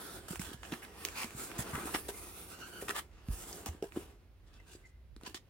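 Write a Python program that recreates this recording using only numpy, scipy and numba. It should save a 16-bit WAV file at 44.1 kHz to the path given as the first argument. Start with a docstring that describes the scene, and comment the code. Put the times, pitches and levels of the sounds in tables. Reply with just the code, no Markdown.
"""A corrugated cardboard box on a bed is handled by hand, heard by a phone close by in a small soft room.
For the first four seconds the box is dragged, opened and folded back: rubbed surfaces hiss, rasp and boom from
dense tiny slips, flaps catch as shaped noise, creases tick as filtered cracks, knocks ring the panels' modes.
Just after two seconds the lid also buzzes past ribs; near the end a card is lifted from wood wool, with soft
scuffs, faint squeaks of narrow noise and last broad snaps. A wavering low rumble and air run under all of it."""
import sys
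import numpy as np
from scipy import signal
from scipy.fft import rfft, irfft, next_fast_len
from scipy.io import wavfile
from scipy.ndimage import uniform_filter1d
from numba import njit

SR = 44100
rng = np.random.default_rng(int(sys.argv[2]) if len(sys.argv) > 2 else 0)


def wrap_up_sound(samples):
    """Save the sound to the file named by the first command line argument, as 16-bit audio."""
    columns = np.atleast_2d(samples).T
    # keep every value between -1 and 1, then stretch to whole-number steps
    tamed = np.clip(columns, -1, 1)
    steps = np.round(tamed * 32767).astype(np.int16)
    wavfile.write(sys.argv[1], SR, steps)


N = 242461
T = np.arange(N) / SR

# Rubbing strokes, at full level from start_s for hold_s: start_s, hold_s, hiss_db, rasp_db, boom_db
RUB_STROKES = [(0.0, 0.15, -54.5, -54.5, -55), (0.234, 0.14, -66, -63, -60), (0.427, 0.07, -58, -55.5, -61),
               (0.656, 0.12, -59.5, -57.5, -55), (0.844, 0.11, -66.5, -63, -60),
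               (1.004, 0.28, -57, -55.5, -60), (1.385, 0.057, -46, -51, -54),
               (1.504, 0.14, -60.5, -54, -50.5), (1.698, 0.19, -54, -54, -50),
               (1.875, 0.095, -49, -53, -72), (2.052, 0.47, -55, -61, -58), (2.59, 0.35, -57.5, -61, -55.5),
               (3.136, 0.16, -97, -66, -66), (3.322, 0.25, -53.5, -61, -59), (3.465, 0.23, -63, -62, -55),
               (3.968, 0.016, -56, -59, -51), (4.474, 0.15, -88, -72.5, -72),
               (4.676, 0.092, -73, -69, -67.5), (5.234, 0.043, -73, -70, -64)]
# Colour of the surface hiss: freq_hz, density_db (relative, per Hz)
HISS_COLOUR = [(2500, -44), (3310, -3.5), (5070, 0), (6010, 0.5), (9010, 5.5), (12200, 6.5), (16000, 7)]
# Colour of the board rasp: freq_hz, density_db (relative, per Hz)
RASP_COLOUR = [(350, 7), (700, -9.5), (1300, 5), (2000, 1.5), (3000, 1.5), (5000, -1), (9000, -11.5)]
# Stiff patches of board that colour rasp and hiss: mean_pitch_hz, width_ratio (of the centre), gain_db (relative)
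BOARD_PATCHES = [(606, 0.76, 5), (835, 0.37, -5.5), (1108, 0.045, -5), (1683, 0.065, -3.5),
                 (2780, 0.15, -2.5), (4200, 0.34, -6), (5700, 0.16, -6.5), (8100, 0.33, 2.5)]
# Box panels, the lowest being the box bouncing on the mattress: pitch_hz, gain_db (relative), t60_s
PANEL_MODES = [(49.3, 5, 0.21), (77, 12.5, 0.15), (130.5, 1, 0.075), (184, 7, 0.06), (233.5, 5.5, 0.066),
               (302.3, 8.5, 0.045), (351.3, 4.5, 0.068), (405.8, 2.5, 0.1), (446, -11.5, 0.079),
               (539, -8, 0.053), (669, -9.5, 0.063), (761, -14.5, 0.05)]
# The lid sliding past the ribbed wall: time_s, rib_rate_hz, level_db
RIB_SLIDE = [(2.152, 1212, -67), (2.299, 1278, -64), (2.5, 1394, -63), (2.67, 1428, -57),
             (2.81, 1458, -56.5), (2.85, 1390, -67)]
# Flaps catching, short scrapes:
# start_s, rasp_db, rasp_pitch_hz, width_ratio (of the centre, per filter pass), hiss_db, rise_s, length_s
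FLAP_SCUFFS = [(0.281, -49, 1880, 3.2, -46.5, 0.006, 0.017), (0.301, -50, 1820, 2, -46, 0.0072, 0.077),
               (0.393, -49.5, 1980, 1.9, -46, .002, 0.1), (0.529, -50, 1970, 6.1, -55, 0.0032, 0.023),
               (0.629, -50.5, 1880, 1.8, -75, 0.0033, 0.069), (0.717, -44, 1820, 2.1, -53, 0.01, 0.048),
               (0.82, -51.5, 2000, 0.44, -55, 0.0064, 0.043),
               (1.147, -41.5, 2140, 2.44, -46.5, 0.082, 0.098),
               (1.578, -44.5, 1950, 1.8, -40.5, 0.029, 0.052), (1.722, -42, 1390, 0.61, -51.5, 0.017, 0.12),
               (1.869, -42.5, 1160, 0.44, -52, 0.0036, 0.038),
               (1.938, -33.5, 1730, 2.4, -42.5, 0.013, 0.023), (2.083, -42, 1400, 3, -41.5, 0.0025, 0.023),
               (2.804, -51, 903, 4.2, -48, 0.014, 0.027), (2.88, -42, 1650, 2, -45.5, 0.0029, 0.027),
               (2.897, -36.5, 1430, 1.3, -46, 0.013, 0.013), (2.945, -38.5, 1530, 1.9, -42, 0.024, 0.054),
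               (3.659, -42, 1090, 5.1, -43, 0.0012, 0.037), (3.823, -55, 1480, 3.3, -57.5, 0.0013, 0.071),
               (3.955, -50, 1210, 2.5, -59, 0.024, 0.024), (4.462, -74.5, 4970, 1.1, -87, 0.011, 0.036),
               (4.529, -69, 3500, 1.5, -78, 0.018, 0.057), (4.664, -61.5, 4570, 1.6, -68, 0.074, 0.095),
               (4.851, -71, 5800, 1, -81, 0.02, 0.05), (5.247, -48, 2180, 2.4, -61, 0.028, 0.026),
               (5.261, -57, 2640, 1.6, -58, .003, 0.071), (5.343, -44.5, 2980, 1.85, -53.5, 0.0041, 0.032)]
# Creases and fibres snapping: start_s (1 ms before the snap), peak_db, pitch_hz, width_ratio (per filter pass)
CREASE_TICKS = [(0.3053, -43, 4000, 3), (0.357, -28, 1560, 1.2), (0.3942, -32.5, 2080, 0.34),
                (0.632, -32, 1400, 2), (0.7225, -28, 2000, 2.5), (.849, -36, 2200, 2),
                (1.05, -11, 8050, 3.4), (1.0858, -27.5, 2150, 0.48), (1.232, -28.5, 2820, .4),
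                (1.3065, -34, 1420, 1.9), (1.5152, -31, 1520, 1.5), (1.676, -36, 1100, 1.5),
                (1.711, -35, 1450, 1.2), (1.7548, -24, 1500, 1.5), (1.9477, -24, 2500, 1.05),
                (2.0877, -33, 3550, 1.4), (2.884, -24, 1400, 3.5), (2.8927, -18.5, 1500, 4),
                (2.908, -29, 1850, .4), (3.285, -36, 1200, 5), (3.528, -30, 5900, 0.49),
                (3.825, -36.5, 2340, 2.8), (3.921, -39, 2110, 1.2), (4.54, -47, 4600, 0.86),
                (4.6005, -50, 800, 2), (5.1635, -39, 1500, 4), (5.2113, -45, 1200, 1.7),
                (5.2342, -37, 1800, 4.8), (5.3445, -25, 2000, 5)]
# Blows on the panels: start_s, peak_db, most_excited_pitch_hz
PANEL_KNOCKS = [(0.306, -33.5, 169), (0.332, -36.5, 356), (0.395, -31.5, 160), (.49, -44, 244),
                (.515, -40, 306), (.543, -42, 120), (0.721, -32, 290), (.727, -31.5, 219),
                (1.052, -45, 403), (1.244, -35, 247), (1.348, -40, 140), (1.589, -29, 141.6),
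                (1.733, -33, 136), (1.745, -32, 128), (1.778, -34, 276), (1.837, -39.5, 353),
                (1.855, -33, 285), (1.946, -26, 300), (1.948, -28, 850), (2.089, -32, 473),
                (2.824, -32, 476), (2.894, -35, 410), (3.285, -30, 142), (3.291, -26.5, 49.6),
                (3.665, -37, 254), (3.684, -33, 73), (3.748, -45, 310), (3.825, -25.5, 430),
                (3.834, -40.5, 670), (3.841, -29, 430), (3.962, -33, 303), (3.971, -24, 316),
                (4.75, -43.5, 350), (5.164, -45.5, 265), (5.233, -41.5, 270), (5.274, -41, 260),
                (5.306, -48, 300), (5.346, -41, 330)]
# Faint narrow squeaks of sliding card and wood wool: start_s, level_db, mean_pitch_hz, length_s
CARD_SQUEAKS = [(4.53, -75, 2640, 0.11), (4.595, -62.5, 1990, 0.019), (4.7, -69, 2790, .025),
                (4.703, -68.5, 8000, 0.067), (4.72, -70, 4800, 0.043), (4.835, -63, 2040, 0.03),
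                (4.765, -78.5, 2020, 0.25), (5.261, -58, 966, 0.02)]
# Where the hands work: time_s, left_minus_right_db
HAND_PAN = [(0, -1.5), (.4, -3.5), (1.1, -1.5), (2.07, -1), (2.56, -2.5), (2.95, -0.5), (3.26, -2),
            (4.2, -0.5), (5.5, -2.5)]
# How much differs between the two ports: freq_hz, gain_db
PORT_DIFFERENCE = [(60, -12), (300, -12.5), (900, -5.5), (2000, -2), (6000, -3)]
# Colour of room air and microphone hiss: freq_hz, density_db (relative, per Hz)
AIR_COLOUR = [(20, -36), (80, 3.5), (150, -13), (400, -18.5), (900, -28), (2500, -32), (5000, -38.5),
              (7800, -46), (10500, -41), (16000, -43)]
# Low rumble as the mattress and the hand-held phone sway: time_s, level_db
SWAY_LEVEL = [(0.0, -62), (0.57, -55.5), (1.02, -63), (1.71, -56), (2.3, -60.5), (3.26, -62), (3.43, -59),
              (4.29, -62), (5.14, -55.5), (5.5, -74)]

# The hiss of a stroke dies first, the boom last
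SWELL_DB_PER_S, FADE_DB_PER_S = 296, np.array([[150], [110], [95]])
AIR_DB = -63.5
ROOM_T60_S, ROOM_DB, ROOM_LOW_CUT_HZ = .12, -7.5, 810
TOP_HZ = 15900


def strokes():
    """Levels of hiss, rasp and boom: each stroke swells, holds and fades; overlapping powers add."""
    power = 0
    for start, hold, *levels_db in RUB_STROKES:
        swell_db = SWELL_DB_PER_S * np.maximum(start - T, 0)
        fade_db = FADE_DB_PER_S * np.maximum(T - start - hold, 0)
        power = power + undb(np.array(levels_db)[:, None] - swell_db - fade_db) ** 2
    return 10 * np.log10(power)


def rubbing(hiss_db, rasp_db, boom_db):
    """Fine slips hiss, coarser ones rasp in the board and shake the panels; contact is patchy, fibres crackle."""
    patchy_db, press_db = 1.57 * walk(40), 0.23 * walk(23.37)
    hiss = unit(colour(board(slips(3.3)), HISS_COLOUR))
    hiss *= undb(hiss_db + patchy_db + 0.37 * walk(83))

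    grit = slips(2.97)
    # about 70 crackles a second
    grit += 7.9 * rng.standard_normal(N) * (rng.random(N) < 70 / SR)
    rasp = unit(colour(board(grit), RASP_COLOUR))
    rasp *= undb(rasp_db + patchy_db + press_db)

    push = np.diff(0.5 * grit + slips(3.6), prepend=0)
    boom = unit(ring(push, [hz > 100 for hz, *_ in PANEL_MODES]))  # no mattress bounce
    boom = boom * undb(boom_db + patchy_db + press_db + 0.41 * walk(22.85))
    return hiss + rasp + boom


def slips(spread_db):
    """Dense stick-slip steps, most tiny, some larger, along two unrelated stretches of the contact."""
    size = np.minimum(rng.exponential(size=(2, N)), 5.5)
    return unit(rng.standard_normal((2, N)) * undb(spread_db * size))


def board(grit):
    """As the contact moves, each patch of the board drifts in pitch and comes and goes."""
    out = .5 * unit(grit)
    for hz, width, db in BOARD_PATCHES:
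        centre_hz = hz * undb(1.2 * walk(9))  # typically some 15 % off
        gain = undb(db + 1.73 * walk(18))
        patch = np.array([svf(part, centre_hz, 1. * width) for part in grit])
        out = out + gain * unit(patch) / 3
    return out


def ring(push, weights):
    """The panels ring on after a push as decaying modes, each as strongly as its weight."""
    out = 0
    for (hz, db, t60), weight in zip(PANEL_MODES, weights):
        pole = np.exp(2j * np.pi * hz / SR - np.log(1000) / (t60 * SR))
        out = out + weight * undb(db) * signal.lfilter([1], [1, -pole], push).imag
    return out


def ribs():
    """An edge crosses uneven ribs at a wavering speed: blurred bands on multiples of the rib rate."""
    time, rate_hz, level_db = np.transpose(RIB_SLIDE)
    speed_hz = np.interp(T, time, rate_hz) * (1 + 0.021 * walk(8.8))
    phase = 2 * np.pi * np.cumsum(speed_hz) / SR
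    buzz = 0
    for k in range(1, 5):
        blur = 420 * k ** .3  # new random values a second
        parts = [walk(blur) * np.cos(k * phase) + walk(blur) * np.sin(k * phase) for _ in range(2)]
        buzz = buzz + undb(-5.6 * k) * np.array(parts)
    slide_db = np.interp(T, time, level_db, left=-200, right=-200)
    return unit(buzz) * undb(3 * walk(45)) * undb(slide_db)


def scuffs():
    """Each caught flap builds up, scrapes unevenly and lets go fast."""
    out = np.zeros((2, N))
    hiss = unit(colour(board(slips(5.2)), HISS_COLOUR))
    grit, patchy = board(slips(3.7)), undb(2.6 * walk(230))
    t = T[:int(.15 * SR)]
    for start, rasp_db, hz, width, hiss_db, rise, length in FLAP_SCUFFS:
        i = int(start * SR)
        part = slice(i, i + len(t))
        build = np.clip(t / rise, 0, 1) ** 0.59
        sag = 1.51 * np.maximum(t - rise, 0) / length
        let_go = np.maximum(t - length, 0) / 0.0058
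        shape = build * np.exp(-let_go - sag)
        rasp = band(band(grit[:, part], hz, width), hz, width)
        for db, noise in ((rasp_db, rasp), (hiss_db, hiss[:, part])):
            scrape = unit(shape * patchy[part] * noise)
            out[:, part] += undb(db) * scrape * np.sqrt(np.mean(shape ** 2))
    return out


def ticks():
    """Fibres start to give, then a sudden step excites the sheet's local stiffness; small cracks follow."""
    out = np.zeros((2, N))
    t = T[:int(.03 * SR)]
    snap = int(.001 * SR)
    for start, db, hz, width in CREASE_TICKS:
        chance = rng.standard_normal((2, len(t)))
        crack = 0.18 * chance * np.exp(-np.abs(t - t[snap]) / 0.00056)
        crack[0, snap] = -1
        width = np.clip(width, .1, SR / 2 / hz * .95)  # keeps the filter valid
        click = band(band(crack, hz, width), hz, width)
        click = click + 0.29 * band(crack, 6900, 0.68)  # a bright resonance shared by every tick
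        i = int(start * SR)
        out[:, i:i + len(t)] += undb(db) * click / np.abs(click).max()
    return out


def knocks():
    """A panel is pushed in and springs back; the pitch of the blow decides which panels answer."""
    out = np.zeros(N)
    modes_hz = np.array(PANEL_MODES)[:, 0]
    for start, db, hz in PANEL_KNOCKS:
        push = np.zeros(int(.4 * SR))
        contact = int(.7 * SR / hz)
        push[:contact] = np.gradient(np.hanning(contact))
        octaves = np.log2(modes_hz / hz)
        near = np.exp(-(octaves / 0.22) ** 2)
        overtones = 0.21 * np.exp(-((octaves - .75) / 0.39) ** 2)
        thud = ring(push, near + overtones + 0.063)
        i = int(start * SR)
        out[i:i + len(push)] += (undb(db) * thud / np.abs(thud).max())[:N - i]
    return out


def squeaks():
    """Card and wood wool slide in short broken swells of narrow noise whose pitch wanders."""
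    noise = rng.standard_normal((2, N))
    drift, broken = 1 + .01 * walk(25), undb(2 * walk(60))
    out = 0
    for start, db, hz, length in CARD_SQUEAKS:
        pitch_hz = hz * drift
        narrow = unit(np.array([svf(svf(part, pitch_hz, 0.058), pitch_hz, 0.06) for part in noise]))
        swell = np.exp(-((T - start - length / 2) / (length / 2)) ** 2)
        out = out + undb(db) * broken * narrow * swell
    return out


def spread(pair):
    """A broad source: one part reaches both ports alike, the other in opposition, more so in the treble."""
    return pair[0] + colour(pair[1], PORT_DIFFERENCE) * np.array([[1], [-1]])


def room(x):
    """Near reflections from box, bed and walls, a decaying noise tail that differs at each port."""
    t = T[:int(ROOM_T60_S * SR)]
    decay = np.exp(-np.log(1000) * t / ROOM_T60_S) * (t > .0004)
    tail = rng.standard_normal((2, len(t))) * decay
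    tail = signal.lfilter(*signal.butter(1, ROOM_LOW_CUT_HZ, "high", fs=SR), tail)
    tail *= undb(ROOM_DB) / np.sqrt(np.sum(tail ** 2, axis=1, keepdims=True))
    return x + signal.fftconvolve(x, tail, axes=1)[:, :N]


def background():
    """Coloured noise for the air, and noise through two low resonances for a rumble that comes in swells."""
    air = unit(colour(rng.standard_normal((2, N)), AIR_COLOUR)) * undb(AIR_DB + 0.89 * walk(3.0))
    sway = unit(band(band(rng.standard_normal((2, N)), 53.4, 0.47), 49, 0.91))
    sway_db = np.interp(T, *np.transpose(SWAY_LEVEL)) + 2.4 * walk(6)
    return air + sway * undb(sway_db)


def undb(db):
    """Decibels to an amplitude ratio."""
    return 10 ** (np.asarray(db) / 20)


def unit(x):
    """Scale to an RMS of 1."""
    return x / np.sqrt(np.mean(x ** 2))


def walk(rate):
    """Smoothed chance with an RMS of 1, from rate new random values a second."""
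    k = int(SR / rate)
    steps = np.repeat(rng.standard_normal(N // k + 1), k)
    return unit(uniform_filter1d(uniform_filter1d(steps, k), k)[:N])


def colour(x, table):
    """Shape a spectrum by (freq_hz, gain_db) points joined on a log frequency axis."""
    hz, db = np.transpose(table)
    size = next_fast_len(N)
    f = np.maximum(np.arange(size // 2 + 1) * SR / size, 1)
    gain = undb(np.interp(np.log(f), np.log(hz), db))
    return irfft(rfft(x, size) * gain, size)[..., :N]


def band(x, hz, width):
    """One fixed resonance, width in parts of the centre."""
    return signal.lfilter(*signal.iirpeak(hz, 1 / width, fs=SR), x)


@njit
def svf(x, hz, width):
    """State-variable band-pass whose centre may move; width in parts of the centre."""
    y, band_state, low_state = np.empty(len(x)), 0., 0.
    for i in range(len(x)):
        g = np.tan(np.pi * hz[i] / SR)
        v = (band_state + g * (x[i] - low_state)) / (1 + g * (g + width))
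        band_state = 2 * v - band_state
        low_state += 2 * g * v
        y[i] = width * v
    return y


def sides(pan_db):
    """Left and right gains for a left-minus-right level."""
    return undb(np.array([pan_db, -pan_db]) / 2)


def scene():
    """The box follows the hands between the ports, in the room, over the background."""
    surfaces = rubbing(*strokes()) + ribs() + scuffs() + squeaks() + ticks()
    box = spread(surfaces) + knocks()
    hands = sides(np.interp(T, *np.transpose(HAND_PAN)))
    return room(box * hands) + spread(background()) * sides(-2.4)[:, None]


def record(dry):
    """The right port hears everything two samples late; the deepest bass and the top are cut."""
    late = [dry[0], np.roll(dry[1], 2)]
    bass_cut = signal.butter(2, 34, "high", fs=SR, output="sos")
    top_cut = signal.ellip(10, .2, 70, TOP_HZ, fs=SR, output="sos")
    return signal.sosfilt(top_cut, signal.sosfilt(bass_cut, late))


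dry = scene()
out = record(dry)
wrap_up_sound(out)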